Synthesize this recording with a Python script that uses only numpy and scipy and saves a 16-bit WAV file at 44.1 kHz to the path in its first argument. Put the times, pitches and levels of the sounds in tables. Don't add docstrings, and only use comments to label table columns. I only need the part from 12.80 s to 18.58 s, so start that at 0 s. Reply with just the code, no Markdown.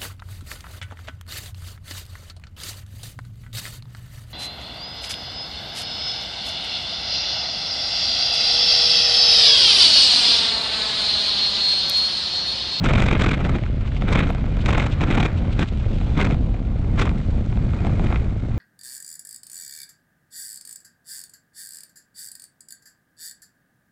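import sys
import numpy as np
from scipy import signal
from scipy.fft import rfft, irfft
from scipy.io import wavfile
from scipy.ndimage import uniform_filter1d

SR = 44100
rng = np.random.default_rng(int(sys.argv[2]) if len(sys.argv) > 2 else 0)


def to_wav(sig):
    pcm = np.clip(np.atleast_2d(sig), -1, 1) * 32767
    pcm = np.round(pcm).astype(np.int16)
    wavfile.write(sys.argv[1], SR, pcm.T)


N = 254898
TIME = np.arange(N) / SR

# knock_db [dB], treble_db [dB], thump_db [dB]
JOLTS = [(0.045, -29.5, 0.0052, 4.5, -9.5, 10), (0.062, -25, 0.0079, -2, -20, 3.5),
         (0.092, -27.5, 0.0068, 1, -17.5, -1), (0.11, -27.5, 0.0064, 5, -24, 5),
         (0.137, -28.5, 0.0055, 4, -17, 6), (0.157, -25, 0.0043, -6, -22, 5.5),
         (0.183, -26.5, 0.0061, 0, -18, 8), (0.201, -27, 0.0055, 3, -15.5, 6),
         (0.222, -24, 0.0041, -2, -17.5, 0.5), (0.239, -31, 0.0066, 0, -17, 7),
         (0.265, -26, 0.0039, -1, -13, 7), (0.286, -25, 0.005, -2, -20, 2),
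         (0.314, -29, 0.0057, 2, -19, -6), (0.332, -26, 0.0046, 1, -21, 8),
         (0.354, -27.5, 0.004, 3, -25, 11), (0.368, -28.5, 0.0028, -3, -29, 9),
         (0.398, -27, 0.0044, 1, -17, 6), (0.416, -25.5, 0.0057, 1, -15, 5.5),
         (0.443, -26.5, 0.0052, -1, -15, 6), (0.466, -27, 0.0045, 2, -19, 7),
         (0.49, -30.5, 0.0052, 3, -14, 10), (0.515, -25.5, 0.0048, -3, -19, 6.5),
         (0.541, -27, 0.007, -5, -20.5, 5.5), (0.608, -37, 0.0082, 6.5, -19, 11.5),
         (0.653, -32.0, 0.0077, 2.5, -20, 7), (0.696, -34.5, 0.004, 5, -15, 10),
         (0.755, -34, 0.0096, 2, -21, 12), (1.287, -30.5, 0.007, 1.5, -23, 5),
         (1.307, -38, 0.0082, 4, -16, 13), (1.33, -26.5, 0.0065, 2, -12.5, 5),
         (1.356, -25.5, 0.0056, 5.5, -20, 3), (1.378, -29, 0.0058, 3, -30, 6),
         (1.392, -23.5, 0.0045, -6, -21, 0), (1.406, -26.5, 0.0053, -1, -24, 4.5),
         (1.434, -31, 0.0077, 0, -24, 10.5), (1.455, -43, 0.0083, 4, -18, 16),
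         (1.474, -37.5, 0.0077, 2, -16, 7), (1.496, -41.5, 0.007, 7, -12, 12),
         (1.864, -27.9, 0.0042, -3, -14, 7), (1.89, -28, 0.0063, 2, -15, 8),
         (1.908, -27.5, 0.004, 2.5, -15, 3), (1.931, -28, 0.0042, 0, -17, 1),
         (1.953, -27.5, 0.0049, -1, -24, 0), (1.98, -28.5, 0.0055, 4.5, -17, 7),
         (2.002, -25.9, 0.0056, -2, -19, 0), (2.025, -30.5, 0.0053, 4.5, -16, 5.5),
         (2.042, -34, 0.0049, 4, -18, 4), (2.066, -29.5, 0.004, 1, -15, -1),
         (2.217, -30.5, 0.0046, 5.5, -15, 13.5), (2.236, -28.5, 0.0054, 2, -18, 8),
         (2.287, -35.9, 0.0053, 5, -20, 17), (2.31, -27, 0.0064, -1, -17.5, 10.5),
         (2.327, -29.5, 0.0047, -3, -27, 5), (2.352, -28.7, 0.0051, 3, -16, 4),
         (2.379, -26.6, 0.0061, 2, -20, 11), (2.405, -26, 0.0052, 3, -15.5, 10.5),
         (2.433, -28, 0.0037, 1, -18, 8), (2.457, -26, 0.0064, 0.5, -17.5, 6.5),
         (2.796, -28.5, 0.0042, -2, -14, 9.5), (2.812, -32.6, 0.0062, -5, -17, 13),
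         (2.827, -29.5, 0.0086, -0.5, -19, 10.5), (3.378, -31, 0.0052, 0, -16.5, 12),
         (3.391, -34, 0.0044, 8.5, -18, 1), (3.403, -26, 0.0049, 3.5, -19, 8),
         (3.414, -24.7, 0.003, 0, -19, -12), (3.427, -28.5, 0.0049, -3, -19, 7),
         (3.45, -28, 0.0042, 3, -15, 6), (3.467, -34.5, 0.0064, 2, -22, 14),
         (3.525, -39, 0.0094, 2, -18, 17), (4.185, -33.5, 0.0064, 2, -21, 3),
         (4.197, -28, 0.0059, 1, -11.5, 6), (4.218, -26.4, 0.006, 1, -11.5, 8),
         (4.229, -32, 0.0048, 1, -22, -4), (4.242, -41, 0.0068, -6, -23, 16),
         (4.257, -32, 0.0033, 3, -16, 1), (4.272, -36.5, 0.0056, 7, -24, 12),
         (5.245, -39.8, 0.0047, 7.5, -15, 16), (5.267, -34.5, 0.0042, -4, -20, 9.5)]
# pitch_hz [Hz], level_db [relative dB per Hz]
BODY = [(130, 2.5), (260, 8.5), (520, 3), (950, 0), (1350, 1.5), (1750, -4.5), (2100, -2), (2520, -2.5),
        (2800, -8.5), (3750, -9), (4400, -19), (8000, -26), (9300, -42.5), (12000, -51.5), (13500, -72),
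        (16000, -89.5)]
TREBLE_BAND_HZ = (4200, 15000)


def tyres(gravel_db, grit_db):
    # pitch_hz [Hz], level_db [relative dB per Hz]
    gravel_spectrum = [(150, -0.5), (350, 10.5), (650, 5.5), (1000, -0.5), (1400, 3.5), (1800, -2),
                       (2150, -0.5), (2550, -7), (3100, -33), (5000, -43.5)]
    # pitch_hz [Hz], level_db [relative dB per Hz]
    grit_spectrum = [(1500, -18.5), (2400, 0), (2900, 1.5), (3800, -1), (4700, -8), (5300, -12),
                     (7000, -16), (8200, -17), (9000, -30.5), (12500, -62), (16000, -89.5)]
    # start_s [s], gain_db [dB]
    grit_treble = [(0, -6.5), (3.6, -0.5), (4.4, 3.5), (5.1, 5), (5.78, 4)]
    # start_s [centre, s], level_db [dB]
    sand_spits = [(0.782, -50), (1.074, -46.5), (1.168, -42.5), (1.816, -40), (2.126, -38), (2.581, -46),
                  (2.727, -44.5), (2.887, -45)]
    spit_spread_s = 0.0098

    clumps = drift(rate=110)
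    gravel_pebbles = pebbles(per_s=4500, spread_db=4.0, cycles=6.2, ring_db=-3.0)
    gravel = colour(gravel_pebbles, gravel_spectrum) * from_db(2.0 * clumps)
    grit_pebbles = pebbles(per_s=1700, spread_db=-0.5, cycles=7.5, ring_db=-6.5)
    grit = colour(grit_pebbles, grit_spectrum) * from_db(1.7 * clumps)

    treble_db, = in_time(grit_treble)
    highpass = signal.butter(2, 4800, "high", fs=SR, output="sos")
    grit = grit + (from_db(treble_db) - 1) * signal.sosfiltfilt(highpass, grit)

    spits = sum(from_db(db) * np.exp(-.5 * ((TIME - s) / spit_spread_s) ** 2) for s, db in sand_spits)
    gravel_gain = from_db(gravel_db + 3.0 + 1.4 * drift(rate=9))
    grit_gain = np.hypot(from_db(grit_db - 0.1), spits)
    return evened(gravel, even_s=0.071) * gravel_gain + evened(grit, even_s=0.24) * grit_gain


def bike():
    # pitch_hz [Hz], level_db [relative dB per Hz]
    frame = [(50, -27.5), (100, -9.5), (150, 7), (240, 5), (380, -3.5), (560, -15), (1000, -61.5),
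             (5000, -110)]
    _, rattle_db, _, knock_db, treble_db, thump_db = np.transpose(JOLTS)

    clatter = pebbles(per_s=900, spread_db=2.0, cycles=8.0, ring_db=-2.0, colour_db=2.5)
    chatter = bent(colour(clatter, BODY))
    thump = evened(colour(rng.standard_normal(N), frame), even_s=0.011)
    out = from_db(-0.1) * jolt_force(rattle_db + thump_db) * thump

    layers = (((420, 1450), knock_db - 0.9),
              ((1450, 4200), -0.4),
              (TREBLE_BAND_HZ, treble_db + 0.2))
    for band_hz, over_db in layers:
        bandpass = signal.butter(4, band_hz, "band", fs=SR, output="sos")
        part = signal.sosfiltfilt(bandpass, chatter)
        out = out + jolt_force(rattle_db + over_db) * evened(part, even_s=0.0083)
    return out


def jolt_force(levels_db):
    reach_s = 1 / 43
    force = np.zeros(N)
    for (s, _, spread_s, *_), db in zip(JOLTS, levels_db):
        near = slice(max(int((s - reach_s) * SR), 0), int((s + reach_s) * SR))
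        swell = from_db(db) * np.exp(-.5 * ((TIME[near] - s) / spread_s) ** 2)
        force[near] = np.hypot(force[near], swell)
    return force


def stones(rows, settle_s, scatter_db, settle_clicks_per_s, ring_db, cycles):
    # multiple [times its pitch], level_db [dB]
    stone_modes = [(1, 2.5), (1.62, -16)]
    level_s = 0.0059
    contact_hz, contact_follows = 13000, .5

    out = np.zeros(N)
    age = np.arange(SR // 40) / SR
    click = 1. * (age == 0)
    fade = np.cos(np.pi / 2 * age / age[-1]) ** 2
    body = bent(colour(click, BODY)[:len(age)])
    treble = signal.butter(4, TREBLE_BAND_HZ[0], "high", fs=SR, output="sos")
    for s, db, hz, hard_db in rows:
        settling = rng.standard_normal(len(age)) * (rng.random(len(age)) < settle_clicks_per_s / SR)
        settling = settling * np.exp(-age / settle_s)
        contacts = click + from_db(scatter_db) * settling / (np.linalg.norm(settling) + 1e-9)

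        soft = np.exp(-2 * np.pi * contact_hz * (hz / 1000) ** contact_follows / SR)
        dulled = signal.lfilter([1 - soft], [1, -soft], contacts)
        rings = sum(from_db(mode_db) * ring(contacts, hz * multiple, cycles)
                    for multiple, mode_db in stone_modes)
        knock = signal.fftconvolve(dulled + from_db(ring_db) * rings, body)[:len(age)] * fade

        knock = knock + (from_db(hard_db) - 1) * signal.sosfiltfilt(treble, knock, padtype="constant")
        gain = from_db(db) * np.sqrt(level_s * SR / np.sum(knock ** 2))
        at = round(s * SR)
        out[at:at + len(age)] += gain * knock * rng.choice([-1, 1])
    return out


def small_stones(gravel_db):
    per_s, spread_db, treble_db = 18, 3.5, 3
    low_hz, high_hz = 910, 2240
    rows = []
    for when, force, size in rng.random((round(per_s * N / SR), 3)):
        at = int(when * (N - SR // 30))
        db = gravel_db[at] + spread_db * (2 * force - 1)
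        pitch_hz = high_hz * (low_hz / high_hz) ** size
        rows.append((at / SR, db, pitch_hz, treble_db))
    return rows


def bumps():
    # pitch_hz [Hz], level_db [relative dB per Hz]
    thud = [(50, -12.5), (105, 5), (150, -4), (215, -3), (300, -10.5), (400, -17), (580, -16.5), (800, -29),
            (1200, -58), (6000, -120)]
    return from_db(-32) * colour(grains(per_s=17, spread_db=-1.5), thud)


def snap():
    click = from_db(-27) * (np.arange(N) == round(1.507 * SR))
    return signal.lfilter(*signal.butter(1, 3500, "high", fs=SR), click + 1e-18)


def pings():
    # start_s [s], level_db [dB]
    metal_taps = [(4.988, -38), (5.132, -41), (5.396, -45)]
    taps = np.zeros(N)
    for s, db in metal_taps:
        taps[round(s * SR)] = from_db(db)
    return ring(taps, hz=2480, cycles=170)


def wind(shaking):
    # [upper rumble, dB]
    gusts = [(0, -29, -17.5), (0.1, -18, -20.5), (0.43, -21.5, -24), (0.57, -23, -22.5), (0.72, -22, -21),
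             (0.86, -22.5, -30), (1.12, -22.5, -28), (1.33, -21, -21.5), (1.56, -23, -27),
             (1.75, -20.5, -25), (1.92, -19.5, -23.5), (2.1, -24, -25.5), (2.38, -20, -23),
             (2.5, -23, -23.5), (2.78, -22, -26), (2.95, -22.5, -26.5), (3.1, -21.5, -27),
             (3.3, -20.5, -25), (3.48, -23.5, -20.5), (3.63, -19.5, -25.5), (3.8, -21, -26.5),
             (4.0, -22.5, -26.5), (4.14, -20, -23), (4.4, -22, -23.5), (4.53, -19, -26), (4.72, -21, -23),
             (4.86, -21, -23.5), (5.1, -22.5, -22), (5.3, -20, -23.5), (5.47, -20, -28.5), (5.58, -28, -29),
             (5.78, -24.5, -24)]
    # [centre, s]
    lulls = [0.0, 0.575, 0.81, 2.5, 2.87, 3.8, 4.43, 4.659, 4.97]
    # pitch_hz [Hz], level_db [relative dB per Hz]
    wind_spectrum = [(10, -26), (22, 1), (40, 1), (70, -1), (115, -3.5), (160, -9.5), (220, -12.5),
                     (300, -21), (450, -28), (700, -33.5), (1200, -43), (3000, -87.5)]
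    buffet_db = 2.5
    lull_depth_db, lull_spread_s = -5, 0.03
    split_hz = 87.6

    deep_db, upper_db = in_time(gusts)
    lull_db = lull_depth_db * sum(np.exp(-.5 * ((TIME - s) / lull_spread_s) ** 2) for s in lulls)
    air = colour(rng.standard_normal(N), wind_spectrum)
    deep = signal.sosfiltfilt(signal.butter(4, split_hz, fs=SR, output="sos"), air)
    deep_gain = from_db(shaken(deep_db + lull_db, shaking, buffet_db))
    upper_gain = from_db(shaken(upper_db + lull_db, shaking, buffet_db))
    return deep_gain * evened(deep, even_s=0.089) + upper_gain * evened(air - deep, even_s=0.06)


def pebbles(per_s, spread_db, cycles, ring_db, colour_db=0, count=14):
    rings = 0
    for hz in np.geomspace(500, 12000, count):
        ringing = rms_one(ring(grains(per_s / count, spread_db), hz, cycles))
        rings = rings + np.sqrt(hz) * ringing * from_db(colour_db * drift(rate=15))
    return rms_one(grains(per_s, spread_db) + from_db(ring_db) * rms_one(rings))


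def grains(per_s, spread_db):
    sizes = from_db(spread_db * np.minimum(rng.exponential(1, N), 3))
    return rms_one(sizes * rng.choice([-1, 1], N) * (rng.random(N) < per_s / SR))


def ring(clicks, hz, cycles):
    r = from_db(-60 * hz / (cycles * SR))
    w = 2 * np.pi * hz / SR
    resonator = [1, -2 * r * np.cos(w), r * r]
    return signal.lfilter([np.sin(w), -np.sin(w)], resonator, clicks + 1e-18) / (2 * np.sin(w / 2))


def bent(x):
    for hz in (600, 950, 1500, 2400):
        x = x - 2 * signal.lfilter(*signal.iirpeak(hz, 0.99, fs=SR), x)
    return x


def colour(x, spectrum, size=16384):
    hz, db = np.transpose(spectrum)
    bins = np.maximum(np.arange(size // 2 + 1) * SR / size, 1)
    cepstrum = irfft(np.log(from_db(np.interp(np.log(bins), np.log(hz), db))))
    cepstrum[1:size // 2] *= 2
    cepstrum[size // 2 + 1:] = 0
    response = irfft(np.exp(rfft(cepstrum)))
    return signal.fftconvolve(x, response / np.linalg.norm(response))[:N]


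def drift(rate):
    step = 40
    r = np.exp(-2 * np.pi * rate * step / SR)
    noise = rng.standard_normal(N // step + 2002)
    slow = signal.lfilter([1], [1, -2 * r, r * r], noise)[2000:]
    return np.interp(np.arange(N) / step, np.arange(len(slow)), rms_one(slow))


def evened(x, even_s):
    power = uniform_filter1d(x ** 2, max(int(even_s * SR), 1))
    return x / np.sqrt(np.maximum(power, 1e-6))


def shaken(level_db, shaking, share_db):
    return 20 * np.log10(np.hypot(from_db(level_db), from_db(share_db) * shaking))


def in_time(rows):
    s, *columns = np.transpose(rows)
    return [np.interp(TIME, s, c) for c in columns]


def from_db(db):
    return 10 ** (np.asarray(db) / 20)


def rms_one(x):
    return x / np.sqrt(np.mean(x ** 2) + 1e-20)


def scene():
    # start_s [s], gravel_db [dB], grit_db [dB]
    roll = [(0, -44.5, -51), (0.7, -41.5, -47), (0.95, -49.5, -53), (1.2, -46, -48.5), (1.6, -45.5, -51),
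            (2.1, -41, -49), (2.58, -42.5, -50), (2.95, -50, -50.5), (3.22, -46.5, -48), (3.66, -51, -54.5),
            (3.85, -51.5, -57), (4.1, -50.5, -55), (4.4, -46.5, -52.5), (4.62, -52.5, -54.5),
            (5.05, -42.5, -52), (5.3, -42, -51), (5.55, -52, -57), (5.78, -47, -55)]
    # [treble gain, the hardness, dB]
    loud_stones = [(0.0592, -22, 1291, 1), (0.1358, -25, 2519, 3.5), (0.1561, -23.5, 2357, -6),
                   (0.181, -22.5, 1345, -6), (0.2225, -22, 2196, 0), (0.2868, -25, 2347, -8),
                   (0.3126, -23.5, 2260, 0), (0.3276, -25, 2508, -2), (0.4206, -21, 3402, 2),
                   (0.4437, -23, 1238, 0), (0.4625, -22.5, 2454, -7), (0.4916, -25, 2433, 1),
                   (0.5151, -24, 1518, -3), (0.6498, -32, 1399, -2), (0.6646, -31, 796, -1),
                   (0.6937, -31, 1195, 2), (0.7849, -35.5, 1830, -2), (0.8363, -33.4, 2433, -8),
                   (0.8627, -37, 1507, 1), (1.1653, -37, 2131, -11), (1.2211, -26.5, 721, -7),
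                   (1.3563, -20.9, 2347, -13), (1.3904, -24, 2056, -1), (1.4047, -24.7, 2121, -4),
                   (1.5024, -24.5, 721, -8), (1.5486, -30.5, 721, 2), (1.5822, -38, 775, 1),
                   (1.6408, -33.5, 721, -8), (1.6637, -37, 721, -4), (1.7694, -33, 732, 1),
                   (1.8602, -24.5, 2314, 7.5), (1.8876, -23.5, 753, 2), (1.9319, -24, 1076, 0),
                   (1.9485, -25, 2476, -8), (1.9805, -22.5, 872, 4), (1.9979, -25.5, 2024, -5),
                   (2.0646, -32, 807, 1), (2.2081, -27.5, 2422, -3), (2.3099, -27.5, 1981, 1),
                   (2.3765, -25, 807, -4), (2.4049, -27, 2217, 0), (2.4287, -25.6, 2411, -5),
                   (2.7923, -26, 818, 1), (2.8277, -26, 2207, 1), (3.2126, -36, 721, -1),
                   (3.4138, -23, 2217, 3), (3.4504, -33, 2228, 3), (3.4706, -29, 904, -1),
                   (3.5017, -28.5, 721, -5), (3.5091, -30, 2304, -1), (3.5445, -31.5, 721, 0),
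                   (3.742, -35, 721, 1), (4.1962, -29, 2034, 5), (4.2206, -25.5, 1421, -3),
                   (4.2749, -28.5, 1055, -10), (4.2931, -32.5, 2336, 1), (4.3137, -36.5, 872, -2),
                   (4.7263, -37.5, 721, -5), (4.7729, -33, 721, -8), (4.9347, -34, 1227, -10),
                   (5.0482, -27.5, 721, 0), (5.0684, -29.5, 785, 3), (5.0946, -34, 721, -8),
                   (5.195, -29.5, 764, -6), (5.2885, -39, 1442, -7), (5.3032, -32, 721, -4),
                   (5.3252, -25, 721, -11), (5.3438, -32.6, 1259, -6), (5.359, -26.5, 2217, -8)]
    sway_s = 0.091

    shaking = uniform_filter1d(jolt_force(np.array(JOLTS)[:, 1]), max(int(sway_s * SR), 1))
    gravel_db, grit_db = in_time(roll)
    gravel_db = shaken(gravel_db, shaking, share_db=-6.5)
    grit_db = shaken(grit_db, shaking, share_db=-15.5)
    knocks = stones(list(loud_stones) + small_stones(gravel_db), settle_s=0.0042, scatter_db=-4,
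                    settle_clicks_per_s=2200, ring_db=-24.5, cycles=13.3)
    mix = tyres(gravel_db, grit_db) + wind(shaking) + bumps() + pings() + bike()
    return (mix + from_db(1.3) * knocks + snap())[None]


def record(dry):
    # pitch_hz [Hz], width_hz [Hz], lift_db [dB]
    housing = [(1260, 40, -1), (2140, 59, 3), (2406, 36, 4), (3900, 130, -1.5), (6850, 230, 2)]
    heard = dry
    for hz, width_hz, db in housing:
        peak = signal.lfilter(*signal.iirpeak(hz, hz / width_hz, fs=SR), dry)
        heard = heard + (from_db(db) - 1) * peak
    top = 0.8
    rounded = top * np.tanh(heard / top)
    return signal.sosfilt(signal.cheby2(12, 70, 16000, fs=SR, output="sos"), rounded)


dry = scene()
out = record(dry)
to_wav(out)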